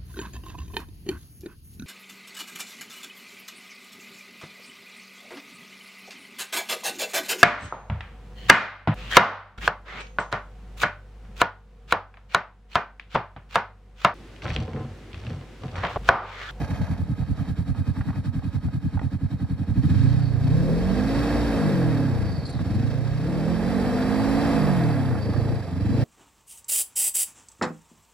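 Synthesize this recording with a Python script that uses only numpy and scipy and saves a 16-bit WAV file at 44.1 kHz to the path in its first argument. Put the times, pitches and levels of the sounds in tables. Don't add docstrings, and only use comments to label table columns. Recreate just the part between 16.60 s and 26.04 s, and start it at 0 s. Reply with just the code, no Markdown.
import sys
import numpy as np
from scipy import signal
from scipy.fft import rfft, irfft
from scipy.io import wavfile
from scipy.ndimage import uniform_filter1d

SR = 44100
rng = np.random.default_rng(int(sys.argv[2]) if len(sys.argv) > 2 else 0)


def wav_out(sig):
    wavfile.write(sys.argv[1], SR, np.round(np.clip(np.atleast_2d(sig).T, -1, 1) * 32767).astype(np.int16))


N = 416304
SECONDS = np.arange(N) / SR
HZ = np.arange(N // 2 + 1) * SR / N


def from_db(db):
    return 10 ** (np.asarray(db) / 20)


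def rms_one(x):
    return x / np.sqrt(np.mean(x ** 2) + 1e-20)


def in_time(rows):
    s, *columns = np.transpose(rows)
    return [np.interp(SECONDS, s, column) for column in columns]


def at_hz(points):
    hz, value = np.transpose(points)
    return np.interp(np.log(HZ + 1), np.log(hz + 1), value)


def filtered(x, order, hz, kind="low"):
    return signal.sosfilt(signal.butter(order, hz, kind, fs=SR, output="sos"), x)


def drift(corner_hz):
    r = np.exp(-80 * np.pi * corner_hz / SR)
    slow = signal.lfilter([1], [1, -2 * r, r * r], rng.standard_normal(N // 40 + 2002))
    slow = slow[2000:]
    return np.interp(np.arange(N) / 40, np.arange(len(slow)), rms_one(slow))


def pole_pair(hz, width_hz):
    r = np.exp(-np.pi * width_hz / SR)
    return r, [1, -2 * r * np.cos(2 * np.pi * hz / SR), r * r]


def resonance(x, hz, width_hz):
    r, poles = pole_pair(hz, width_hz)
    return signal.lfilter([(1 - r * r) / 2, 0, (r * r - 1) / 2], poles, x)


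def held_back(x, hz, width_hz):
    _, poles = pole_pair(hz, width_hz)
    return signal.lfilter(poles[::-1], poles, x)


def evened(x):
    power = uniform_filter1d(uniform_filter1d(x ** 2, size=SR // 6), size=SR // 6)
    return x / np.sqrt(power + 1e-14)


def struck(events, modes, burst_s, spread_db):
    s, peak_db, bright_db = np.transpose(events)
    out, width = np.zeros(N), int(burst_s * SR) + 1
    at = (s * SR).astype(int)[:, None] + np.arange(width)
    luck = rng.standard_normal((len(s), len(modes), width + 1))
    for k, (hz, level_db, t60_s) in enumerate(modes):
        octaves_up = np.log2(max(hz / modes[0][0], 1))
        own_db = spread_db * np.minimum(luck[:, k, 0], 1.3)
        gain = from_db(peak_db + level_db + bright_db * octaves_up + own_db)
        grit = np.full(N + SR, 1e-18)
        np.add.at(grit, at, gain[:, None] * luck[:, k, 1:] / np.sqrt(width))
        r, turn = from_db(-60 / (t60_s * SR)), 2 * np.pi * hz / SR
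        out += signal.lfilter([0, np.sin(turn)], [1, -2 * r * np.cos(turn), r * r], grit[:N])
    return out


# pitch_hz, likeness (0-1)
LIKENESS = [(60, .4), (300, .82), (1500, .98), (2600, .9), (3100, .72), (4600, .85), (5500, .7), (6300, .2),
            (7300, .55), (8000, .4), (9500, .5), (11000, .85), (12200, .6), (13300, .98)]
# pitch_hz, width_hz, then lift_db in each of the three views
PANELS = [(690, 88, 1.5, 5, 7.5), (860, 130, 4.5, 0.5, 3), (1264, 30, 12, -2, 1), (1640, 143, 10, 8, 5),
          (1837, 130, 1.5, 3.5, 6), (2503, 31, 13, 6.5, 2.5), (2608, 69, -5, 5.5, 7),
          (3153, 90, 11, 9.5, 8), (3835, 150, 7, 5.5, -6.5), (4060, 250, 1, 0.5, 8.5),
          (4300, 88, 9.5, 9.5, -11), (4710, 240, 1, 3, 6), (5100, 490, 4.5, 8, 6.5), (6220, 60, -2, 9, 3),
          (7280, 130, 0, 4, 3), (7660, 130, 2, 0, 4), (8400, 220, 5, 6, 5.5), (10330, 160, -1, -5, 0)]
# start_s, view (0 right flank and tail, 1 tail, 2 left flank)
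VIEW = [(0, 0), (3.0, 0), (3.8, 1), (6.4, 1), (7.1, 2), (9.44, 2)]


def noise(spectrum):
    shared, own = rfft(rng.standard_normal((2, N)))
    alike = np.clip(at_hz(LIKENESS), 0, 1)
    pair = np.sqrt(1 + alike) * shared + np.sqrt(1 - alike) * own * [[1], [-1]]
    lift_db = sum(np.array(db)[:, None] / (1 + (2 * (HZ - hz) / width_hz) ** 2)
                  for hz, width_hz, *db in PANELS)
    view = in_time(VIEW)[0]
    out = 0
    for k, view_lift_db in enumerate(lift_db):
        seen = np.clip(1 - abs(view - k), 0, 1)
        out = out + seen * rms_one(irfft(pair * from_db(at_hz(spectrum) + view_lift_db), N))
    return out


# open_s, shut_s, opening (0-1)
THROTTLE = [(3.09, 3.845, 0.32), (3.846, 4.942, 1), (5.95, 7.94, 0.76), (8.718, 8.949, 0.33),
            (9.167, 9.56, 0.75)]


def lever():
    def moved(since_s):
        return np.clip((SECONDS - since_s) / 0.084, 0, 1)
    return sum(wide * (moved(open_s) - moved(shut_s)) for open_s, shut_s, wide in THROTTLE)


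# centre_s, half_length_s, dip_db
STUMBLES = [(5.77, 0.013, -1), (5.897, 0.052, -5), (6.046, 0.011, -8), (8.64, 0.049, -3),
            (8.735, 0.011, -20), (9.046, 0.082, -7)]


def stumble_db():
    return sum(db * np.exp(-((SECONDS - s) / half_s) ** 2) for s, half_s, db in STUMBLES)


# start_s, cycles_hz (four-stroke cycles per second)
SPEED = [(0.0, 10.03), (1.4, 10.35), (1.65, 10.65), (2.2, 10.05), (2.75, 10.9), (3.0, 10.5), (3.12, 11.69),
         (3.23, 14.39), (3.33, 19.08), (3.4, 26.09), (3.5, 30.27), (3.58, 31.6), (3.8, 27.43), (3.9, 29.7),
         (4.2, 43.8), (4.6, 56.8), (4.75, 58.91), (4.92, 57), (5.0, 54.34), (5.35, 38.16), (5.7, 25.4),
         (5.85, 17.08), (6.0, 17.0), (6.2, 25.26), (6.4, 29.27), (6.6, 31.61), (6.85, 40.19), (7.1, 46.7),
         (7.85, 56.61), (7.95, 55.6), (8.35, 36.5), (8.66, 26), (8.95, 27.7), (9.1, 22.07), (9.24, 21.8),
         (9.44, 29.56)]
# start_s, level_db, edge_db (sharp edge of the puffs)
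EXHAUST = [(0, -29.5, -7.5), (3.05, -28.5, -5), (3.3, -18, -2.5), (3.55, -20.5, -14), (3.72, -25, -13),
           (3.86, -19.5, -12), (4.1, -24, -4.5), (4.5, -24.5, -4), (4.9, -26, -1.5), (5.05, -21.5, 1),
           (5.45, -22.5, 2), (5.87, -29.5, -14.5), (6.0, -27, -2.5), (6.12, -23.5, 1), (6.25, -24.5, 0),
           (6.33, -27, -7.5), (6.52, -26.5, -17), (6.7, -26, 2.5), (7.9, -22.5, -2.5), (8.1, -21, -2),
           (8.45, -23.5, 0.5), (8.6, -26, -2), (8.7, -23, 0.5), (8.8, -23, -4), (9.03, -26, -8),
           (9.3, -23.5, 4), (9.44, -19.5, -10)]
# start_s, level_db
FLANK = [(0, 2.5), (.5, 2.5), (1.4, 6), (2.2, 0), (3.1, 1.5), (3.3, 0.5), (3.5, -4.5), (3.75, -3),
         (4.6, 3.5), (5.3, 0.5), (5.9, 5), (6.4, 1), (7.2, 5.5), (8, 4.5), (8.6, 5.5), (9.1, 3), (9.44, 2)]
IDLE_HZ = 10.4
THROB_DB, THROB_VARIES = 4.2, .6
TRACK_LAG_S = 0.16


def engine():
    speed, throttle = in_time(SPEED)[0], lever()
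    exhaust_db, edge_db = in_time(EXHAUST)
    cycle = -.25 + np.cumsum(speed) / SR
    octaves = np.log2(speed / IDLE_HZ)
    keep = np.exp(-1 / (TRACK_LAG_S * SR))
    track = signal.lfilter([1 - keep], [1, -keep], speed - IDLE_HZ)
    overrun = np.clip(1 - throttle * 5.0, 0, 1) * np.clip(octaves, 0, 1)
    depth_db = THROB_DB * (IDLE_HZ / speed) ** 1.35
    throb_db = depth_db * np.cos(2 * np.pi * (cycle + 0.23)) * (1 + THROB_VARIES * drift(13.0))
    beat_db = depth_db * np.cos(2 * np.pi * (cycle + 0.056))
    return dict(cycle=cycle, octaves=octaves, track=track, throttle=throttle, overrun=overrun,
                exhaust_db=exhaust_db, edge_db=edge_db, flank_db=in_time(FLANK)[0], throb_db=throb_db,
                beat_db=beat_db, dip_db=stumble_db(), gusts_db=0.26 * drift(7.0))


def level_law(run, idle_db, per_octave, per_10_hz_track, throttle_open, exhaust_share, flank_share):
    speed_db = per_octave * run["octaves"] + per_10_hz_track * run["track"] / 10
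    driven_db = idle_db + speed_db + throttle_open * run["throttle"]
    swing_db = run["exhaust_db"] + 28
    return driven_db + exhaust_share * swing_db + flank_share * run["flank_db"]


# (per Hz, relative)
RUMBLE = [(20, -65), (33, -8), (48, 14.5), (100, 6), (280, 2.5), (360, -43), (600, -48)]


def deep_rumble(run):
    level_db = level_law(run, -32, per_octave=1.4, per_10_hz_track=-1.5, throttle_open=4,
                         exhaust_share=0.89, flank_share=0.43)
    recede_db = -0.9 * SECONDS
    return from_db(level_db + recede_db + 1.54 * run["beat_db"] + run["dip_db"]) * noise(RUMBLE)


# (per Hz, relative)
HISS = [(2200, 4.5), (2900, -2), (3400, -1), (3800, 0), (4800, -4), (5500, -4), (6300, -11.5), (7400, -6.5),
        (8500, -16.5), (10000, -13), (11500, -21), (14000, -41), (15000, -1), (15800, -20)]
# start_s, level_db
TREBLE = [(0, -8), (.6, 3.5), (1.4, 1.5), (2.3, 3), (3.1, 1), (3.27, 1.5), (3.42, 5.5), (3.7, -1.5),
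          (4.1, -1), (4.6, 1), (5.1, -0.5), (5.6, 0), (6.15, 0.5), (6.5, 0.5), (7.3, -2.5), (7.9, -0.5),
          (8.5, -3.5), (9.1, 0), (9.44, 1)]


def hiss(run):
    level_db = level_law(run, -59.5, per_octave=3.5, per_10_hz_track=0.82, throttle_open=3,
                         exhaust_share=0.63, flank_share=0.64)
    flicker_db = run["gusts_db"] + 0.81 * drift(49)
    return from_db(level_db + in_time(TREBLE)[0] + 1.04 * run["throb_db"] + flicker_db) * noise(HISS)


# (per Hz, relative)
SCRAPE = [(300, -16), (600, 7), (1500, -6), (2200, -6), (3000, -15.5), (4500, -17.5), (6700, -19),
          (8000, -29), (12000, -25), (15800, -32)]
# start_s, level_db
SLIDE = [(0, -39.5), (.1, -42), (.2, -43.5), (.28, -44.5), (.38, -46), (.45, -61), (.62, -51.5), (.7, -59),
         (.79, -48), (.9, -55), (1.1, -80)]


def track_slide():
    level_db = in_time(SLIDE)[0]
    sounding = level_db > -74
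    return sounding * from_db(level_db + 2.0 * drift(56) + 1.86 * drift(15)) * noise(SCRAPE)


# start_s, peak_db
# (relative), brightness_db (per octave)
KNOCKS = [(0.025, -41, -3.5), (0.085, -36, 0), (0.21, -40, -4), (0.275, -38, -4), (0.364, -41, -0.5),
          (0.466, -48, -4), (0.62, -40, -3), (0.76, -43, -3), (0.789, -38, 0), (0.82, -48.5, -8),
          (1.147, -41.5, 3), (1.362, -43, 6), (1.384, -49, -2), (1.408, -36, 7), (1.416, -42, 5),
          (1.45, -57, 0), (1.475, -45, 5), (1.487, -39.5, 4), (1.495, -40, 4.5), (1.503, -37, 0),
          (1.528, -42, 2), (1.557, -44, 8), (1.82, -47, 0), (2.082, -39, -4), (2.371, -29, -6),
          (2.392, -35, 5), (2.414, -33.5, -4), (2.429, -41, -6), (2.796, -46, -4), (4.088, -39, -4),
          (4.397, -29, -13), (5.134, -34, -4), (5.989, -37, -0.5), (7.246, -29, -11), (8.509, -30, -9),
          (8.55, -28, -11), (8.736, -33, -9), (9.347, -31, -9)]
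# pitch_hz, level_db, t60_s
SKI_MODES = [(776, 10, 0.037), (587, -2.5, 0.022), (123, 19.5, 0.022), (890, 0, 0.051), (1155, 2, 0.034),
             (1430, 1.5, 0.03), (1890, 1, .015), (2440, 0, 0.0036)]


def knocks():
    return struck(KNOCKS, SKI_MODES, 0.0051, spread_db=3.0) * from_db(-7.0)


# start_s, pitch_hz, level_db (before waver and throb)
WHINE = [(3.25, 4300, -80), (3.4, 4450, -67), (3.55, 4570, -59), (3.68, 4500, -56), (3.8, 4470, -75),
         (5.2, 5000, -80), (5.5, 4870, -65), (5.75, 4590, -51), (5.86, 4340, -54), (6.0, 3820, -57),
         (6.1, 3700, -85), (8.5, 4870, -72), (8.64, 4720, -52), (8.8, 4650, -57), (8.9, 4600, -68),
         (9.0, 4600, -80)]


def belt_whine():
    hz, level_db = in_time(WHINE)
    wobble = filtered(rng.standard_normal((2, N)), 2, 250)
    turn = 2 * np.pi * np.cumsum(hz) / SR
    band = rms_one(wobble[0] * np.cos(turn) + wobble[1] * np.sin(turn))
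    sounding = level_db > -74
    return sounding * from_db(level_db + 1.8 * drift(30)) * band


# start_s, peak_db (relative), brightness_db (per octave)
SQUEAKS = [(5.714, -54, 1), (5.852, -40, -7), (5.866, -45, -1), (5.8895, -44.5, 1.5), (5.9, -47, -2),
           (5.9244, -48, -1), (5.962, -58, 0), (6.145, -49, -1), (8.648, -56, -8), (8.785, -51, -8)]
# pitch_hz, level_db, t60_s
SQUEAK_MODES = [(4240, 8, .03), (4760, 5, 0.026), (6270, -3, 0.03), (7340, 1, .025), (8900, -3, 0.027),
                (10400, -4, 0.027)]


def belt_squeaks():
    return struck(SQUEAKS, SQUEAK_MODES, 0.014, spread_db=2.0) * from_db(-1.0)


# start_s, level_db (before waver)
ROCKING = [(0, -43), (1.4, -32), (3.4, -45), (4.0, -33.5), (4.9, -25), (5.05, -48), (5.65, -34), (6.1, -49),
           (7.4, -39), (7.9, -35), (8.1, -58), (9.44, -65)]


def chassis_rocking(run):
    level_db = in_time(ROCKING)[0] + 1.1 * drift(5.5)
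    return from_db(level_db) * np.sqrt(2) * np.sin(2 * np.pi * run["cycle"])


# (per Hz, relative)
RATTLE = [(350, 1), (600, 1), (700, 1.5), (900, -2.5), (1100, -2.5), (1450, -7.5), (1700, -12.5),
          (2000, -8), (2600, -17), (2900, -25.5), (4000, -30)]


def rattle(run, level_db):
    flicker_db = run["gusts_db"] + 0.52 * drift(47)
    return from_db(level_db + 0.66 * run["throb_db"] + flicker_db) * noise(RATTLE)


PIPE_LEAD_S = .028


def puffs(run):
    def ridden(idle, throttle, overrun):
        return idle + throttle * run["throttle"] + overrun * run["overrun"]
    spacing = ridden(.23, throttle=-0.016, overrun=0.03)
    gulp = ridden(0.2, throttle=0.37, overrun=0.028)
    uneven_db = ridden(1.3, throttle=.2, overrun=.3)
    cycle = run["cycle"]
    count = int(cycle[-1]) + 1
    start = np.minimum(np.searchsorted(cycle, np.arange(count)), N - 1)
    luck = rng.standard_normal((count, 2, 3))
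    clicks = np.full(N, 1e-18)
    for k, strength in enumerate([1, 1.1, gulp[start]]):
        place = np.arange(count) - .14 + k * spacing[start]
        place += 0.0047 * uneven_db[start] * luck[:, 0, k]
        at = np.searchsorted(cycle, place) - int(PIPE_LEAD_S * SR)
        inside = (at > 0) & (place < cycle[-1])
        size = strength * from_db(uneven_db[start] * luck[:, 1, k])
        np.add.at(clicks, at[inside], size[inside])
    return clicks


# pitch_hz, level_db, t60_s
VALVE_MODES = [(798, 0.5, 0.02), (1233, -5, 0.017), (1658, -6, 0.028), (2340, -19, 0.018),
               (3230, -13, 0.012), (3670, -16, 0.016), (4220, -19.5, 0.015), (4660, -14.5, 0.022),
               (7500, -27, 0.016), (10400, -22, 0.012)]
TICK_DB, TICK_DB_PER_OCTAVE = 5.5, -3.5
TICK_LATE_S = .008


def valve_ticks(run, clicks, rattle_db):
    at = np.flatnonzero(clicks > 1e-9)
    peak_db = (rattle_db + TICK_DB + TICK_DB_PER_OCTAVE * run["octaves"])[at]
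    strokes = np.transpose([at / SR + TICK_LATE_S, peak_db, np.zeros(len(at))])
    return struck(strokes, VALVE_MODES, 0.008, spread_db=4.5)


# pitch_hz, width_hz (per pass), level_db
AIRBOX_RING = [(328.6, 62, 4.5), (455, 71, 6.5), (533, 37, 2.5), (666, 45, -1), (869, 74, -9.5)]


def growl(clicks):
    return evened(sum(from_db(db) * resonance(resonance(clicks, hz, width_hz), hz, width_hz)
                      for hz, width_hz, db in AIRBOX_RING))


# (per Hz, relative)
AIRBOX = [(330, 1), (400, -5.5), (465, 2), (530, -1.5), (610, -6.5), (750, -46)]
# start_s, level_db
ROAR = [(0.0, -39), (0.02, -45), (0.34, -55), (2.28, -62), (3.81, -47), (4.1, -31), (4.26, -35.5),
        (5.1, -31.5), (5.91, -46.5), (6.42, -40.5), (6.54, -48), (6.68, -36), (8.02, -33), (8.41, -41),
        (8.91, -35), (8.99, -44.5), (9.18, -45.5), (9.44, -33)]


def airbox_roar(run, clicks):
    orders = .85 * from_db(1.2 * drift(22)) * growl(clicks)
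    rush = from_db(2.5 + 0.3 * run["throb_db"] + 1.2 * drift(23.0)) * noise(AIRBOX)
    return from_db(in_time(ROAR)[0]) * (orders + rush)


# pitch_hz, width_hz, level_db
SILENCER = [(85.8, 23.2, 2), (127.4, 29.4, 0.5), (162.4, 28.2, -1), (215.2, 54.7, -5), (251, 30.6, -0.5),
            (287, 42.3, -5)]
UPPER_CHAMBERS_HZ = 200
SILENCER_TOP_HZ, SILENCER_FOOT_HZ = 311, 82


def exhaust(run, clicks):
    rung = 0
    for k, (hz, width_hz, db) in enumerate(SILENCER):
        gain = from_db(db + run["edge_db"] * (hz > UPPER_CHAMBERS_HZ))
        rung = rung + (-1) ** k * gain * resonance(clicks, hz, width_hz)
    rung = filtered(rung, 4, SILENCER_TOP_HZ)
    rung = filtered(rung, 4, SILENCER_FOOT_HZ, "high")
    for _ in range(2):
        rung = held_back(rung, 102.8, width_hz=120)
    return from_db(run["exhaust_db"] + run["dip_db"] + 0.36 * run["beat_db"]) * evened(rung)


def scatter(x):
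    t = np.arange(SR // 8) / SR
    fade = from_db(-60 * t / .05) * (t > .002)
    cloud = rng.standard_normal((2, len(t))) * fade
    cloud = cloud / np.sqrt(np.sum(cloud ** 2, axis=1, keepdims=True))
    dull = filtered(x, 1, 190)
    one, other = signal.fftconvolve(dull[None], cloud, axes=1)[:, :N]
    turn = 2 * np.pi * 1.3 * SECONDS + 1.8 * drift(1.55)
    return from_db(-5) * (one * np.cos(turn) + other * np.sin(turn)) * np.array([[1], [-1]])


def scene():
    run = engine()
    clicks = puffs(run)
    rattle_db = level_law(run, -54, per_octave=1.38, per_10_hz_track=3, throttle_open=0.5,
                          exhaust_share=0.5, flank_share=0.8)
    background = deep_rumble(run) + hiss(run) + track_slide()
    belt = belt_whine() * from_db(0.4 * run["throb_db"]) + belt_squeaks()
    machine = chassis_rocking(run) + rattle(run, rattle_db) + valve_ticks(run, clicks, rattle_db)
    near = knocks() + exhaust(run, clicks)
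    return background + belt + machine + airbox_roar(run, clicks) + near + scatter(near)


# pitch_hz, left_lead_rad
PORT_PHASE = [(0, .05), (1800, .05), (2100, .9), (2700, .8), (3000, 2.2), (3800, .3), (4300, -.3),
              (5100, 2), (5800, .5), (6700, -3.2), (7500, -1.9), (8200, 2.1), (10500, 0), (11600, 0),
              (12600, -3), (14300, -3.4), (15200, -6.3)]
# pitch_hz, left_minus_right_db
PORT_BALANCE = [(60, -2.5), (150, -2), (1300, -3), (2300, -4.5), (2800, 7), (3300, -1), (3900, 9),
                (4600, -8.5), (5300, 5), (5800, -6.5), (6900, 7), (7700, -1.5), (8000, -2), (8500, -1),
                (10000, 0)]
MIC_FOOT_HZ, CUTOFF_HZ = 52, 16100
TOP_LEVEL = .6


def record(dry):
    half = from_db(at_hz(PORT_BALANCE) / 2) * np.exp(.5j * at_hz(PORT_PHASE))
    to_end = np.minimum(np.arange(N), np.arange(N)[::-1])
    edges = np.minimum(1, to_end / (.003 * SR))
    ports = irfft(rfft(dry * edges) * np.array([half, 1 / half]), N)
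    ports = filtered(ports, 2, MIC_FOOT_HZ, "high")
    ports = TOP_LEVEL * np.tanh(ports / TOP_LEVEL)
    return signal.sosfilt(signal.cheby2(12, 70, CUTOFF_HZ, fs=SR, output="sos"), ports)


dry = scene()
out = record(dry)
wav_out(out)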